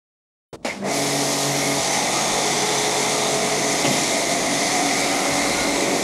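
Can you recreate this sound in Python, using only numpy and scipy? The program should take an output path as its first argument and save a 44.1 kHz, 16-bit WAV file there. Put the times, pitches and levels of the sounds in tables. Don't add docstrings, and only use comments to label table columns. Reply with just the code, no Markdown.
import sys
import numpy as np
from scipy import signal
from scipy.fft import rfft, irfft, next_fast_len
from scipy.io import wavfile
from scipy.ndimage import uniform_filter1d, map_coordinates

SR = 44100
rng = np.random.default_rng(int(sys.argv[2]) if len(sys.argv) > 2 else 0)


def output_pcm(signal):
    pcm = np.clip(np.atleast_2d(signal).T, -1, 1) * 32767
    wavfile.write(sys.argv[1], SR, np.round(pcm).astype(np.int16))


N = 266231

OPENING_S, VALVE_S, SNAP_S = 0.528, 0.647, 0.002
MOTOR_ON_S, SPIN_UP_S = 0.66, 0.19
LOAD_ON_S, LOAD_RISE_S = 0.813, 0.056
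JET_ON_S, BUILD_S = 0.831, 0.12


def amp(db):
    return 10 ** (np.asarray(db) / 20)


def unit(x):
    return x / np.sqrt(np.mean(x ** 2) + 1e-20)


def ramp(start_s, length_s):
    return np.clip((np.arange(N) / SR - start_s) / length_s, 0, 1)


def swell(s, half_length_s):
    return np.exp(-((np.arange(N) / SR - s) / half_length_s) ** 2)


def burst(start_s, hold_s, fall_db_per_s):
    fall_time = np.maximum(np.arange(N) / SR - start_s - hold_s, 0)
    return ramp(start_s, SNAP_S) * amp(-fall_db_per_s * fall_time)


def curves(rows):
    s, *cols = np.transpose(rows)
    return [np.interp(np.arange(N) / SR, s, c) for c in cols]


def wobble(rate):
    knots = rng.standard_normal(int(N * rate / SR) + 4)
    return map_coordinates(knots, [np.arange(N) * rate / SR])


def filtered(x, response):
    m = next_fast_len(N + SR // 4)
    return irfft(rfft(x, m) * response(np.fft.rfftfreq(m, 1 / SR)), m)[..., :N]


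def coloured(x, spectrum):
    f, db = np.transpose(spectrum)
    return unit(filtered(x, lambda hz: amp(np.interp(np.log(hz + 1), np.log(f), db))))


def turbulence(patchy_db):
    z = signal.stft(rng.standard_normal(N), nperseg=512)[2]
    field = uniform_filter1d(rng.standard_normal(z.shape), size=7, axis=0)
    field = uniform_filter1d(field, size=40, axis=1)
    return unit(signal.istft(z * amp(patchy_db * unit(field)), nperseg=512)[1][:N])


def droplets(rate):
    return unit((rng.random(N) < rate / SR) * rng.standard_normal(N))


def narrow(hz, width_hz):
    lowpass = lambda f: 1 / (1 + (f / (0.6 * width_hz)) ** 2) ** 2.0
    a, b = filtered(rng.standard_normal((2, N)), lowpass)
    phase = 2 * np.pi * np.cumsum(hz * np.ones(N)) / SR
    return unit(a * np.cos(phase) + b * np.sin(phase))


BASS_CUT_HZ = 89


def struck(blows, modes):
    out = np.zeros(N + SR)
    t = np.arange(SR // 4) / SR
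    for s, blow_db in blows:
        for k, (hz, db, t60) in enumerate(modes):
            mode_hz = hz * (1 + 0.0097 * rng.standard_normal())
            onset = 1 - np.exp(-2 * hz * t)
            ring = (-1) ** k * np.sin(2 * np.pi * mode_hz * t) * onset
            decay = amp(blow_db + db + rng.standard_normal() - 60 * t / t60)
            out[int(s * SR):][:len(t)] += decay * ring
    return signal.sosfilt(signal.butter(2, BASS_CUT_HZ, "highpass", fs=SR, output="sos"), out[:N])


# frequency in Hz, level in dB per Hz.
YARD_COLOUR = [(29, -27), (50, -10.5), (267, -7), (343, -11), (620, -18), (1300, -35), (1600, -46),
               (8510, -47), (12000, -61), (15600, -94), (22000, -120)]


def yard():
    return amp(-47.0) * ramp(OPENING_S, SNAP_S) * coloured(rng.standard_normal(N), YARD_COLOUR)


# frequency in Hz, level in dB per Hz.
OPENING_COLOUR = [(35, -38), (60, -12), (438, -9), (727, -13), (1130, -22), (1300, -20), (1600, -32),
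                  (1880, -26.5), (8820, -33.5), (15000, -54)]
OPENING_DB, OPENING_HOLD_S, OPENING_FALL_DB_PER_S = -34, 0.029, 3000


def opening_burst():
    level = amp(OPENING_DB) * burst(OPENING_S, OPENING_HOLD_S, OPENING_FALL_DB_PER_S)
    return level * coloured(rng.standard_normal(N), OPENING_COLOUR)


# frequency in Hz, level in dB per Hz.
SPURT_COLOUR = [(60, -38), (120, -11), (230, -3.5), (400, -8), (540, -1), (660, -1), (820, 0), (1200, -9.5),
                (1600, -11.5), (2150, -6.5), (2900, -14), (4000, -15.5), (5800, -16), (8000, -20.5),
                (11000, -29), (15000, -50)]
SPURT_DB, SPURT_HOLD_S, SPURT_FALL_DB_PER_S = -23.5, 0.019, 132
LEAK_LEAD_S, LEAK_REL_DB = 0.02, -27


def spurt():
    water = coloured(turbulence(patchy_db=1.5) + 0.51 * droplets(1800), SPURT_COLOUR)
    leak = amp(LEAK_REL_DB) * burst(VALVE_S - LEAK_LEAD_S, LEAK_LEAD_S, SPURT_FALL_DB_PER_S)
    release = burst(VALVE_S, SPURT_HOLD_S, SPURT_FALL_DB_PER_S)
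    return amp(SPURT_DB) * (leak + release) * water


# start in seconds, nominal level in dB.
HAMMERS = [(0.647, -18), (0.824, -27), (0.845, -27)]
# nominal frequency in Hz, level in dB relative to the blow, 60 dB decay in seconds.
GUN_MODES = [(196, -13, 0.07), (288, -4, 0.05), (480, -9, 0.044), (626, -2, 0.094), (820, -7, 0.04),
             (2210, -12, 0.025), (4100, -13, 0.012)]


def water_hammer():
    return struck(HAMMERS, GUN_MODES)


# centre in seconds, rms level in dB at the crest, half length in seconds, pitch in Hz, width in Hz.
LANCE_RING = (0.703, -31.5, 0.032, 2150, 520)


def lance_ring():
    s, db, length, hz, width = LANCE_RING
    return amp(db) * ramp(VALVE_S, SNAP_S) * swell(s, length) * narrow(hz, width)


# frequency in Hz, level in dB per Hz.
HISS_COLOUR = [(1590, -30), (2700, -8), (3060, -6), (3570, -1.5), (4900, -3), (6400, 0.5), (7990, -6),
               (10500, -10), (13000, -24.5), (15600, -45)]
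# time in seconds, rms level in dB at full pressure before flicker and dip.
HISS_LEVEL = [(0.95, -26.5), (1.4, -25), (1.7, -26), (1.92, -25), (2.25, -25), (2.75, -24.5), (3.3, -25.5),
              (3.76, -25.5), (3.86, -25), (3.9, -24.5), (4.07, -23.8), (4.16, -25), (4.36, -26),
              (4.62, -25.5), (5.0, -25.5), (5.5, -26.5), (6.04, -28)]
# centre in seconds, change in dB, half length in seconds.
HISS_DIP = (3.836, -5, 0.007)
HISS_POWER = 0.92
MAINS_HISS_DB = -27


def hiss():
    jet = turbulence(patchy_db=0.8) + 0.46 * droplets(1500)
    on_tap = amp(MAINS_HISS_DB) * ramp(VALVE_S, SNAP_S)
    flow = np.maximum(ramp(JET_ON_S, BUILD_S) ** HISS_POWER, on_tap)
    dip_s, dip_db, dip_length = HISS_DIP
    flicker = amp(dip_db * swell(dip_s, dip_length) + 0.49 * wobble(22.04))
    return amp(curves(HISS_LEVEL)[0]) * flow * flicker * coloured(jet, HISS_COLOUR)


BUZZ_HZ, BUZZ_DB = 200, -45.5
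INRUSH_S, INRUSH_DB, INRUSH_HALF_S = 0.85, -31.5, 0.047


def buzz():
    surge = amp(INRUSH_DB) * swell(INRUSH_S, INRUSH_HALF_S)
    level = ramp(MOTOR_ON_S, SNAP_S) * (amp(BUZZ_DB) + surge)
    phase = 2 * np.pi * BUZZ_HZ * np.arange(N) / SR + 0.84 * wobble(12)
    return np.sqrt(2) * level * np.sin(phase)


SHAFT_HZ = 47.17
IDLE_SHARE = 0.17


def pump_motion():
    speed = ramp(MOTOR_ON_S, SPIN_UP_S)
    effort = speed * (IDLE_SHARE + (1 - IDLE_SHARE) * ramp(LOAD_ON_S, LOAD_RISE_S))
    return speed, effort, 2 * np.pi * np.cumsum(SHAFT_HZ * speed) / SR


def piston_strokes(angle):
    return amp(1.1 * np.cos(3 * angle) + 0.37 * np.cos(angle))


# start in seconds, then the levels in dB
PLACES = [(0, -33.5, -29.5, -40), (1.79, -32.3, -28, -55), (3.85, -30.5, -29, -58), (4.97, -30, -29, -45)]
MOVE_S = 0.038


def place_gains():
    starts, *levels = np.transpose(PLACES)
    here = np.searchsorted(starts[1:], np.arange(N) / SR)
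    return amp(uniform_filter1d(np.array(levels)[:, here], int(MOVE_S * SR), axis=1))


# shaft order, rms level in dB under load before lifts and wavering.
PUMP_TONES = [(3, -40.5), (4, -44), (5, -43.5), (6, -42), (8, -52), (9, -46), (12, -48.5), (13, -48.5),
              (14, -37), (15, -39), (16, -41), (17, -41.5), (18, -43), (20, -54), (26, -45.5), (39, -45),
              (40, -46), (44, -44)]
# shaft order, start in seconds, end in seconds, change in dB.
LIFTS = [(3, 0.99, 1.77, 5), (3, 1.45, 1.6, 4), (6, 0.87, 1.79, 11), (9, 0.76, 1.8, 11.5),
         (12, 0.8, 1.8, 10), (14, 0.78, 1.87, 3.5), (17, 0.85, 2.1, 3), (18, 1.8, 3.1, 6.5),
         (16, 2, 3.0, 5), (15, 2.04, 3.8, 5), (6, 2.07, 3.05, -5), (9, 2.33, 3.82, 13.5),
         (14, 3.15, 3.85, 5), (6, 3.63, 6.3, 8.5), (3, 4.05, 6.3, -5), (18, 3.9, 3.9, -12),
         (13, 4.42, 4.72, 13), (14, 4.6, 4.9, -4), (15, 4.55, 5.6, 4), (12, 4.98, 6.3, 14), (6, 5.2, 6, 2)]
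LIFT_FADE_S = 0.086
TONE_DRIFT_RAD = 0.46
FADING_DB, FLUTTER_DB = 0.8, 1.6


def hum():
    _, effort, angle = pump_motion()
    out = np.zeros(N)
    for order, db in PUMP_TONES:
        lift_db = 0
        for k, start, end, change_db in LIFTS:
            if round(k) == round(order):
                rise = ramp(start - LIFT_FADE_S / 2, LIFT_FADE_S)
                fall = ramp(end - LIFT_FADE_S / 2, LIFT_FADE_S)
                lift_db = lift_db + change_db * (rise - fall)
        phase = round(order) * angle + 2 * np.pi * rng.random() + TONE_DRIFT_RAD * wobble(9)
        waver_db = FADING_DB * wobble(3.97) + FLUTTER_DB * wobble(28)
        out += np.sqrt(2) * amp(db + lift_db + waver_db) * np.sin(phase)
    return effort * out


# frequency in Hz, level in dB per Hz.
RUMBLE_COLOUR = [(20, -35), (40, -29), (85, -21), (115, -13.5), (150, -7), (230, -2), (330, 1), (430, -3),
                 (600, -10.5), (1200, -68)]
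RUMBLE_POWER = 0.93


def rumble():
    speed = pump_motion()[0]
    return place_gains()[0] * speed ** RUMBLE_POWER * coloured(turbulence(patchy_db=1.5), RUMBLE_COLOUR)


# frequency in Hz, level in dB per Hz.
CLATTER_COLOUR = [(250, -27), (400, -6.5), (475, -3), (540, -2), (680, -3), (800, -4), (920, -3),
                  (1200, -7.5), (1560, -14.5), (2200, -16.5), (5000, -45)]


def clatter():
    _, effort, angle = pump_motion()
    knocks = piston_strokes(angle) * turbulence(patchy_db=0.5)
    return effort * place_gains()[1] * coloured(knocks, CLATTER_COLOUR)


# time in seconds, centre in Hz, rms level in dB under full load.
HOLLOW = [(0.88, 683, -28), (1.2, 673, -41), (1.75, 718, -46.5), (1.97, 820, -31.5), (2.3, 786, -41),
          (3.7, 741.3, -41), (4.2, 662, -29.5), (4.6, 700.4, -32), (4.82, 728, -27.5), (4.95, 747.4, -33),
          (5.26, 765, -31), (5.5, 768, -40), (6.04, 692, -35)]
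HOLLOW_WIDTH_HZ = 92


def hollow_tone():
    hz, db = curves(HOLLOW)
    return ramp(LOAD_ON_S, LOAD_RISE_S) * amp(db) * narrow(hz, HOLLOW_WIDTH_HZ)


# frequency in Hz, level in dB per Hz.
RASP_COLOUR = [(1100, -23.5), (1600, -14), (1850, -6), (2030, 2.5), (2180, 1.5), (2400, -4), (2800, -14),
               (4000, -51)]
# time in seconds, rms level in dB at full pressure.
RASP_LEVEL = [(0.95, -32.5), (1.3, -34), (1.95, -31), (3.1, -31), (3.55, -31), (4.05, -30), (4.3, -30.5),
              (5.25, -29.5), (5.85, -29.5), (6.04, -33)]
RASP_POWER = 0.48


def rasp():
    angle = pump_motion()[2]
    pulsed = piston_strokes(angle) * turbulence(patchy_db=1.1)
    level = amp(curves(RASP_LEVEL)[0]) * ramp(JET_ON_S, BUILD_S) ** RASP_POWER
    return level * coloured(pulsed, RASP_COLOUR)


FIZZ_POWER = 3.0


def fizz():
    level = place_gains()[-1] * ramp(JET_ON_S, BUILD_S) ** FIZZ_POWER * amp(1.2 * wobble(5.25))
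    colour = [(4000, -35), (8500, -8.0), (10700, 1), (13000, -10), (15500, -24)]  # Hz, dB per Hz
    return level * coloured(droplets(5000), colour)


# centre in seconds, rms level in dB at the crest,
# half length in seconds, nominal pitch in Hz, width in Hz.
RINGS = [(1.28, -37.5, 0.22, 5200, 900), (1.5, -46, 0.18, 11800, 2970), (1.673, -32, 0.057, 2160, 120),
         (1.904, -32, 0.12, 6160, 1100), (2.172, -36.5, 0.075, 1240, 150), (2.244, -34, 0.25, 6570, 448),
         (2.58, -34.5, 0.07, 6050, 500), (2.78, -29.5, 0.045, 6200, 646), (2.8, -38, 0.94, 3516, 300),
         (3.04, -37, 0.08, 6260, 500), (3.04, -34, 0.037, 2086, 120), (3.26, -34, 0.05, 3700, 706),
         (3.68, -33, 0.1, 6150, 451), (3.98, -35, 0.13, 7000, 1998), (4.32, -34, 0.12, 531, 90),
         (4.684, -33, 0.081, 1980, 110), (4.75, -34, 0.2, 6200, 601.7), (4.91, -32, 0.041, 2045, 110.4),
         (5.02, -32.5, 0.06, 2300, 130), (5.203, -39, 0.41, 1340, 398), (5.519, -33, 0.31, 2123, 130),
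         (5.592, -34, 0.065, 1440, 90), (5.6, -35, 0.25, 4100, 600), (5.68, -31, 0.15, 288, 70.3),
         (5.87, -30, 0.17, 403, 160.3)]
# centre in seconds,
# rms level in dB at the crest, half length in seconds, nominal pitch in Hz, width in Hz.
WHISTLES = [(3.925, -39, 0.025, 11100, 1400), (3.97, -39, 0.051, 9700, 400), (4.342, -40, 0.08, 9300, 380),
            (4.52, -37, 0.07, 9220, 350), (4.76, -43, 0.12, 9600, 450)]
RING_WANDER = 0.008


def ringing():
    drift = 1 + RING_WANDER * wobble(6)
    parts = np.zeros(N)
    for s, db, length, hz, width in RINGS + WHISTLES:
        parts += amp(db) * swell(s, length) * narrow(hz * drift, width)
    return ramp(JET_ON_S, BUILD_S) * parts


# centre in seconds, rms level in dB at the crest,
# half length in seconds, centre frequency in Hz.
DRUMS = [(1.81, -42, 0.031, 90), (2.306, -40, 0.044, 49.6), (3.858, -24.5, 0.028, 300),
         (3.915, -27, 0.042, 229.8), (4.429, -44, 0.042, 60), (5.05, -50, 0.044, 49.85),
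         (5.33, -31.5, 0.023, 119.6), (5.6, -43, 0.2, 52)]


def drumming():
    out = np.zeros(N)
    for s, db, length, hz in DRUMS:
        colour = [(hz / 4, -38), (hz * 0.71, -2), (hz, 0), (hz * 3, -14), (hz * 12, -45)]
        out += amp(db) * swell(s, length) * coloured(rng.standard_normal(N), colour)
    return out


# start in seconds, nominal level in dB.
SLAPS = [(3.844, -16), (3.861, -18), (3.877, -14), (3.908, -17), (3.938, -21), (3.96, -23)]
# nominal frequency in Hz, level in dB relative to the slap, 60 dB decay in seconds.
PANEL_MODES = [(147, -6.5, 0.11), (270, -2.5, 0.09), (366, -6, 0.056), (568, -1, 0.05), (694, -7, 0.055),
               (835, -5.5, 0.044), (2040, -8, 0.067)]


def slaps():
    return struck(SLAPS, PANEL_MODES)


# centre in seconds, rms level in dB at the crest, half length in seconds.
SPLASH = (3.857, -27, 0.015)
# frequency in Hz, level in dB per Hz.
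SPLASH_COLOUR = [(600, -20), (1150, -9), (1650, -10), (2300, -3), (3000, 3), (3400, -13), (4200, -30),
                 (7000, -70)]


def splash():
    s, db, length = SPLASH
    return amp(db) * swell(s, length) * coloured(rng.standard_normal(N), SPLASH_COLOUR)


def scene():
    release = spurt() + water_hammer() + lance_ring()
    machine = buzz() + hum() + rumble() + clatter()
    spray = hiss() + rasp() + fizz()
    bodywork = hollow_tone() + ringing() + drumming() + slaps() + splash()
    mono = yard() + opening_burst() + release + machine + spray + bodywork
    return np.array([mono, mono])


TOP_HZ = 15700


def record(dry):
    return filtered(dry, lambda hz: hz < TOP_HZ)


dry = scene()
out = record(dry)
output_pcm(out)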